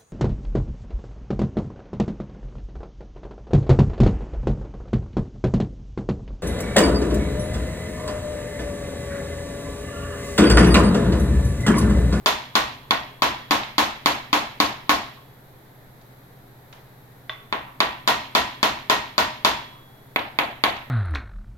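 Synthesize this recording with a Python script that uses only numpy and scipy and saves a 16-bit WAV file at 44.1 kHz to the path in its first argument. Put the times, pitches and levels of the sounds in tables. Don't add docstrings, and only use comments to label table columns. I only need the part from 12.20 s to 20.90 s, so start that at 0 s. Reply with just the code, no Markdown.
import sys
import numpy as np
from scipy import signal
from scipy.fft import rfft, irfft
from scipy.io import wavfile

SR = 44100
rng = np.random.default_rng(int(sys.argv[2]) if len(sys.argv) > 2 else 0)


def int16_out(signal):
    q = np.round(np.clip(np.atleast_2d(signal).T, -1, 1) * 32767)
    wavfile.write(sys.argv[1], SR, q.astype(np.int16))


N = 383669
RING = int(.8 * SR)
AGE = np.arange(RING) / SR


def from_db(db):
    return 10 ** (np.asarray(db) / 20)


def at_hz(points, hz):
    known_hz, *columns = np.transpose(points)
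    log_hz = np.log(np.maximum(hz, 1))
    return np.array([np.interp(log_hz, np.log(known_hz), column) for column in columns])


def fade(t60_s):
    return np.exp(-np.log(1000) * AGE / t60_s)


def filtered(sound, order, edge_hz, kind):
    return signal.sosfilt(signal.butter(order, edge_hz, kind, fs=SR, output="sos"), sound)


def add(out, start_s, sound):
    start = round(start_s * SR)
    out[:, start:start + sound.shape[-1]] += sound[..., :N - start]


def causal(gain_db):
    cepstrum = irfft(np.log(from_db(gain_db)))
    half = len(cepstrum) // 2
    cepstrum[1:half] *= 2
    cepstrum[half + 1:] = 0
    return np.exp(rfft(cepstrum))


# (f/Hz, correlation)
EAR_LIKENESS = [(100, 0.86), (280, 0.8), (480, 0.49), (700, 0.41), (1100, 0.058), (2000, 0.068), (16000, 0)]


def two_ears(pair, hz):
    alike = at_hz(EAR_LIKENESS, hz)[0]
    mid = np.sqrt((1 + alike) / 2) * pair[..., 0, :]
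    side = np.sqrt((1 - alike) / 2) * pair[..., 1, :]
    return np.stack([mid + side, mid - side], axis=-2)


# (f/Hz, relative level/dB)
HUM_TONES = [(27.3, -66.5), (120, -53.5), (134.9, -54.5), (184, -81), (269.8, -66), (404.7, -66)]
# (f/Hz, relative level/dB)
AIR_BALANCE = [(20, 3), (45, -5), (80, 0.5), (130, 2), (230, -1.5), (400, -3.5), (850, -5), (1250, -10.5),
               (1900, -10.5), (2800, -22.5), (3800, -17), (5200, -26.5), (10000, -28.5), (12000, -14.5),
               (15500, -27)]


def background(hum_db=-1.5, air_db=-50):
    hz, t = np.fft.rfftfreq(N, 1 / SR), np.arange(N) / SR
    noise = two_ears(rfft(rng.standard_normal((2, N))), hz)
    air = irfft(noise * from_db(at_hz(AIR_BALANCE, hz)), N)
    hum = np.zeros(N)
    for tone_hz, level_db in HUM_TONES:
        hum += np.sqrt(2) * from_db(level_db) * np.sin(2 * np.pi * (tone_hz * t + rng.random()))
    return from_db(air_db) * air / air.std() + from_db(hum_db) * hum


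# (f/Hz, left level/dB, right level/dB)
CLANG_LEVELS = [(89, 7, 11), (272, 21.5, 17.5), (480, 19.5, 16), (696, 22.5, 13.5), (935, 29.5, 25),
                (1410, 20.5, 20), (2330, 17.5, 19), (3920, 14.5, 20), (4500, 12, 4), (5360, 13, 3.5),
                (6600, 11, 10.5), (8900, -43, -47), (10400, 18, 8), (14300, -20, -8)]
# (f/Hz, left level/dB, right level/dB, decay by 60 dB t60/s)
ROOM_WASH = [(40, 4, 12, 0.93), (63.6, 18, 15.5, 0.26), (134, 9, 9, 0.86), (267, 19.5, 18.5, 0.53),
             (435, 12.5, 15.5, 0.36), (724, 27.5, 26, 0.4), (930, 28.5, 25.5, 0.46), (1420, 20, 20.5, 0.48),
             (1970, 19.5, 22, 0.53), (3760, 14.5, 18.5, 0.56), (5560, 13.5, 3.5, 0.44),
             (10000, -9, -17, 0.19), (11400, -21, 6.5, 0.33), (15000, -38, -1.5, 0.12)]


def dense_ring(clang_t60_s=0.24, room_rise_s=0.0065, rise_cycles=0.8, count=27):
    edges_hz = np.geomspace(35, 17000, count + 1)
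    white = rng.standard_normal((2, 2, 2, RING))
    out = np.zeros((2, 2, RING))
    clump_db, clumps_s = 1.6, np.arange(0, AGE[-1], .014)
    for k, (low, high) in enumerate(zip(edges_hz, edges_hz[1:])):
        hz = np.sqrt(low * high)
        *room_db, room_t60_s = at_hz(ROOM_WASH, hz)
        build = 1 - np.exp(-AGE / (room_rise_s + rise_cycles / hz))
        bunches = np.interp(AGE, clumps_s, rng.standard_normal(len(clumps_s)))
        room_shape = build * from_db(clump_db * bunches) * fade(room_t60_s)
        shape = np.array([fade(clang_t60_s), room_shape])[:, None]
        band = filtered(two_ears(white[k % 2], hz) * shape, 2, [low, high], "band")
        energy = np.sum(band ** 2, axis=-1, keepdims=True)
        band *= np.sqrt(2 * (high - low) / SR / energy)
        out += band * from_db([at_hz(CLANG_LEVELS, hz), room_db])[..., None]
    return out


# (t/s, level/dB, centre f/Hz, width/octaves)
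HANDLING_KNOCKS = [(1.432, -5.5, 3000, 1.3), (3.812, -29, 5300, 0.91), (4.526, -20, 1600, 5.8),
                   (5.479, -11, 1110, .4), (7.552, -16, 1110, 0.26), (7.99, -6, 3570, 0.83),
                   (8.565, -12, 1698, 3)]


def knocks(damped_t60_s=0.055, room_db=-10, rise_s=0.0011):
    out = np.zeros((2, N))
    metal, room = dense_ring()
    rise = 1 - np.exp(-AGE / rise_s)
    sound = (metal * fade(damped_t60_s) + from_db(room_db) * room) * rise
    for start_s, level_db, hz, octaves in HANDLING_KNOCKS:
        edges_hz = np.clip(hz * 2 ** (np.array([-.5, .5]) * octaves), 20, .45 * SR)
        add(out, start_s, from_db(level_db) * filtered(sound, 2, edges_hz, "band"))
    return out


# (f/Hz, relative level/dB, decay by 60 dB t60/s)
HEAD_MODES = [(635, -38, 0.071), (1105, -33.5, 0.072), (1570, -25.5, 0.019), (1970, -25.5, 0.029),
              (3170, -31, 0.016), (3440, -39, 0.16), (3510, -21.5, 0.028), (3600, -47, 0.29)]
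# (t/s, level/dB)
HEAD_CLINKS = [(5.0953, 3.5)]


def clinks(clink_room_db=-27, clink_stir_db=-21, clink_top_hz=4300):
    out = np.zeros((2, N))
    metal, room = dense_ring()
    head = np.zeros(RING)
    for k, (hz, level_db, t60_s) in enumerate(HEAD_MODES):
        head += (-1) ** k * from_db(level_db) * fade(t60_s) * np.sin(2 * np.pi * hz * AGE)
    in_room = signal.fftconvolve(room, head[None], axes=1)[:, :RING]
    stir = filtered(metal + room / 2, 1, 1000, "high")
    clink = head + from_db(clink_room_db) * in_room + from_db(clink_stir_db) * stir
    clink = filtered(clink, 3, clink_top_hz, "low")
    for start_s, level_db in HEAD_CLINKS:
        add(out, start_s, from_db(level_db) * clink)
    return out


def flutter(sound, lag_s=0.14, echo_db=-25, again_db=-10, low_hz=850, high_hz=1300):
    middle = filtered(sound + 1e-18, 2, [low_hz, high_hz], "band")
    out = np.zeros((2, N))
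    add(out, lag_s, from_db(echo_db) * middle)
    add(out, 2 * lag_s, from_db(echo_db + again_db) * middle)
    return out


def near_echoes(sound, lags_s, vice_s=.0047, vice_db=-9, shelves_db=-13, shelves_t60_s=0.37):
    out = sound + from_db(vice_db) * np.roll(sound, round(vice_s * SR), axis=1)
    for ear in range(2):
        for k, lag_s in enumerate(lags_s[ear]):
            gain = (-1) ** k * from_db(shelves_db) * 1000 ** (-lag_s / shelves_t60_s)
            out[ear] += gain * np.roll(sound[ear], round(lag_s * SR))
    return out


def thin_modes(modes_db=-55, t60_s=0.2, low_hz=2500, high_hz=15000, count=26):
    hz = np.exp(rng.uniform(np.log(low_hz), np.log(high_hz), count))
    phase = rng.uniform(0, 2 * np.pi, (2, count, 1))
    gain = from_db(modes_db + at_hz(CLANG_LEVELS, hz))[..., None]
    tones = gain * np.sin(2 * np.pi * hz[:, None] * AGE + phase)
    return fade(t60_s) * np.sum(tones, axis=1)


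# (f/Hz, decay by 60 dB t60/s, level struck from the side/dB, level struck from above/dB)
BARREL_MODES = [(213, 0.25, -36, -35), (295.7, 0.23, -33, -20), (413, 0.3, -30.5, -61),
                (620.5, 0.5, -32.5, -40), (693, 0.44, -49, -28.5), (810, 0.1, -42, -29),
                (886, 0.23, -55, -21), (932, 0.54, -26.5, -53), (1004, 0.63, -26.5, -43),
                (1055, 0.29, -27.5, -22.5), (1100, 0.11, -48, -12), (1086, 0.24, -25, -19.5),
                (1153, 0.45, -25.5, -39), (1406, 0.18, -24, -55), (1466, 0.27, -23.5, -29.5),
                (1764, 0.18, -29, -24), (1893, 0.42, -30, -31), (2240, 0.5, -38, -35),
                (2190, 0.36, -40, -37), (2380, .28, -50, -29), (3350, 1.33, -46.5, -52),
                (3550, 0.31, -32.5, -38), (3524, 0.42, -34, -39), (9800, 0.2, -67, -44),
                (13400, 0.22, -60, -55)]


def barrel(grip, flank, phases, scatter_db=3.0, flank_db=-7):
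    out = np.zeros((2, RING))
    for (hz, t60_s, side_db, above_db), phase in zip(BARREL_MODES, phases):
        level_db = side_db + grip * (above_db - side_db) + flank * flank_db
        level_db += scatter_db * rng.standard_normal()
        out += from_db(level_db) * fade(t60_s) * np.sin(2 * np.pi * hz * AGE + phase[:, None])
    return out


# (f/Hz, width/Hz, left level/dB, right level/dB, extra level when struck from above/dB)
CRACK_RESONANCES = [(329, 240, 17, 9, -1.5), (695, 450, 9.5, -3, 10), (1086, 122, 27, 20, -1.5),
                    (1480, 260, 7.5, 9, 8), (2160, 350, 20.5, 23, 1.5), (2410, 150, 17.5, 23, 0.5),
                    (3530, 280, 21, 30, -5), (4550, 380, 28, 14.5, -0.5), (6780, 2200, 18, 10, -6),
                    (10940, 78, -11, 12.5, 0), (12970, 280, -13, 11.5, 1.5)]


def crack(grip, right_lag_s=0.00015, contact_s=0.00049, rise_scatter=0.1):
    out = np.zeros((2, RING))
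    age = np.maximum(AGE - np.array([[0], [right_lag_s]]), 0)
    rise_s = contact_s * np.exp(rise_scatter * rng.standard_normal())
    press = 1 - np.exp(-age / rise_s)
    for k, (hz, width_hz, left_db, right_db, above_db) in enumerate(CRACK_RESONANCES):
        detune, stray_db = rng.normal([1, 0], [.025, 1.8])
        swing = np.sin(2 * np.pi * hz * detune * age) * np.exp(-np.pi * width_hz * age)
        gain = from_db(np.array([[left_db], [right_db]]) + grip * above_db + stray_db)
        out += (-1) ** k * 2 * np.pi * width_hz / SR * gain * swing
    return press * out


# (t/s, grip 0 = from the side .. 1 = from above,
# place of the head 0 = on top of the rod .. 1 = on its flank)
HAMMER_POSE = [(0, 0.06, 0.19), (0.698, 0.11, 0), (1.3, 0.78, 0.05), (1.85, 0.84, 0.21), (2.7, 0.87, 0),
               (5.1, 0.093, 0.3), (7.3, 0.088, 0.075), (7.9, 0.84, 1), (8.7, 0.92, 0.76)]


def pose_at(time_s):
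    known_s, *columns = np.transpose(HAMMER_POSE)
    return [np.interp(time_s, known_s, column) for column in columns]


# (f/Hz, level when gripped from above/dB, level on the flank/dB)
POSE_TONE = [(120, -1, 3), (298, -0.1, 3), (695, -1.5, 6.5), (1050, 0, 1.5), (2180, -1.36, 6),
             (3750, -1.1, 5.5), (5200, -1, -5.5), (7100, -0.9, 1), (12000, -0.3, 0.5)]


def contact_colour(hz, hardness_db, grip, flank, hardness_hz=4240, scuff_hz=9100, steepness=4.6,
                   edge_octaves_per_db=0.01):
    def above(edge_hz):
        return 1 - 1 / (1 + (hz / edge_hz) ** steepness)
    grip_db, flank_db = at_hz(POSE_TONE, hz)
    edge_hz = hardness_hz * 2 ** (edge_octaves_per_db * hardness_db)
    treble = above(edge_hz) * (1 - flank * above(scuff_hz))
    return hardness_db * treble + grip * grip_db + flank * flank_db


# (t/s, level/dB, crack level/dB, hardness of the contact as treble level/dB)
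BLOWS = [(0.0599, 0.2, -4, 4.5), (0.3534, 0.54, -4, 2), (0.7084, -2, 3, -5), (1.0209, 1.7, -5, -1),
         (1.309, 2, -5, 0), (1.5815, 2, -3, 2), (1.8594, 0.55, 1, 1.5), (2.1296, 1.5, -4.5, 0.5),
         (2.4018, 0.9, 0.3, 0.5), (2.6935, 2, -2, 1), (5.3255, -8, 3.5, -15.5), (5.604, -1.7, 2, -6.5),
         (5.8757, 0.8, -6, 1.5), (6.1507, 1, -4, 1), (6.4293, 0.5, -3, 0.5), (6.698, 1, -6, 0.5),
         (6.98, 0.5, -2.5, 0.5), (7.2481, 1.25, -2.5, 0.5), (7.9606, -8, 7, -19), (8.1878, -5, 3.5, -9.5),
         (8.438, -3, 3, -6)]


def hammer_blows(change=0.3, crack_db=2.5, ring_db=-1.21, spread_s=0.00027, count=4, size=12):
    out = np.zeros((2, N))
    rings = [dense_ring().sum(axis=0) + thin_modes() for _ in range(count + 2)]
    from_side, from_above, *strays = rings
    modes = len(BARREL_MODES)
    alike = at_hz(EAR_LIKENESS, np.array(BARREL_MODES)[:, 0])[0]
    apart = np.arccos(alike) * rng.choice([-1, 1], modes)
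    phases = rng.uniform(0, 2 * np.pi, (modes, 1)) + np.outer(apart, [0, 1])
    lags_s = rng.uniform(.008, .13, (2, size))
    swell = 1 - np.exp(-AGE / spread_s)
    hz = np.fft.rfftfreq(RING, 1 / SR)
    for start_s, level_db, sharp_db, hardness_db in BLOWS:
        grip, flank = pose_at(start_s)
        angle = grip * np.pi / 2
        usual = np.cos(angle) * from_side + np.sin(angle) * from_above
        miss = rng.standard_normal(count)
        stray = np.tensordot(miss / np.linalg.norm(miss), strays, 1)
        ring = np.sqrt(1 - change) * usual + np.sqrt(change) * stray
        metal = swell * (from_db(ring_db) * ring + barrel(grip, flank, phases))
        blow = from_db(crack_db + sharp_db) * near_echoes(crack(grip), lags_s) + metal
        colour_db = level_db + contact_colour(hz, hardness_db, grip, flank)
        add(out, start_s, irfft(rfft(blow) * causal(colour_db), RING))
    return out


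def scene():
    blows = hammer_blows()
    return background() + knocks() + clinks() + flutter(blows) + blows


def record(dry):
    ceiling = 1.1
    low_pass = signal.ellip(10, .1, 90, 16000, fs=SR, output="sos")
    return signal.sosfilt(low_pass, ceiling * np.tanh(dry / ceiling))


dry = scene()
out = record(dry)
int16_out(out)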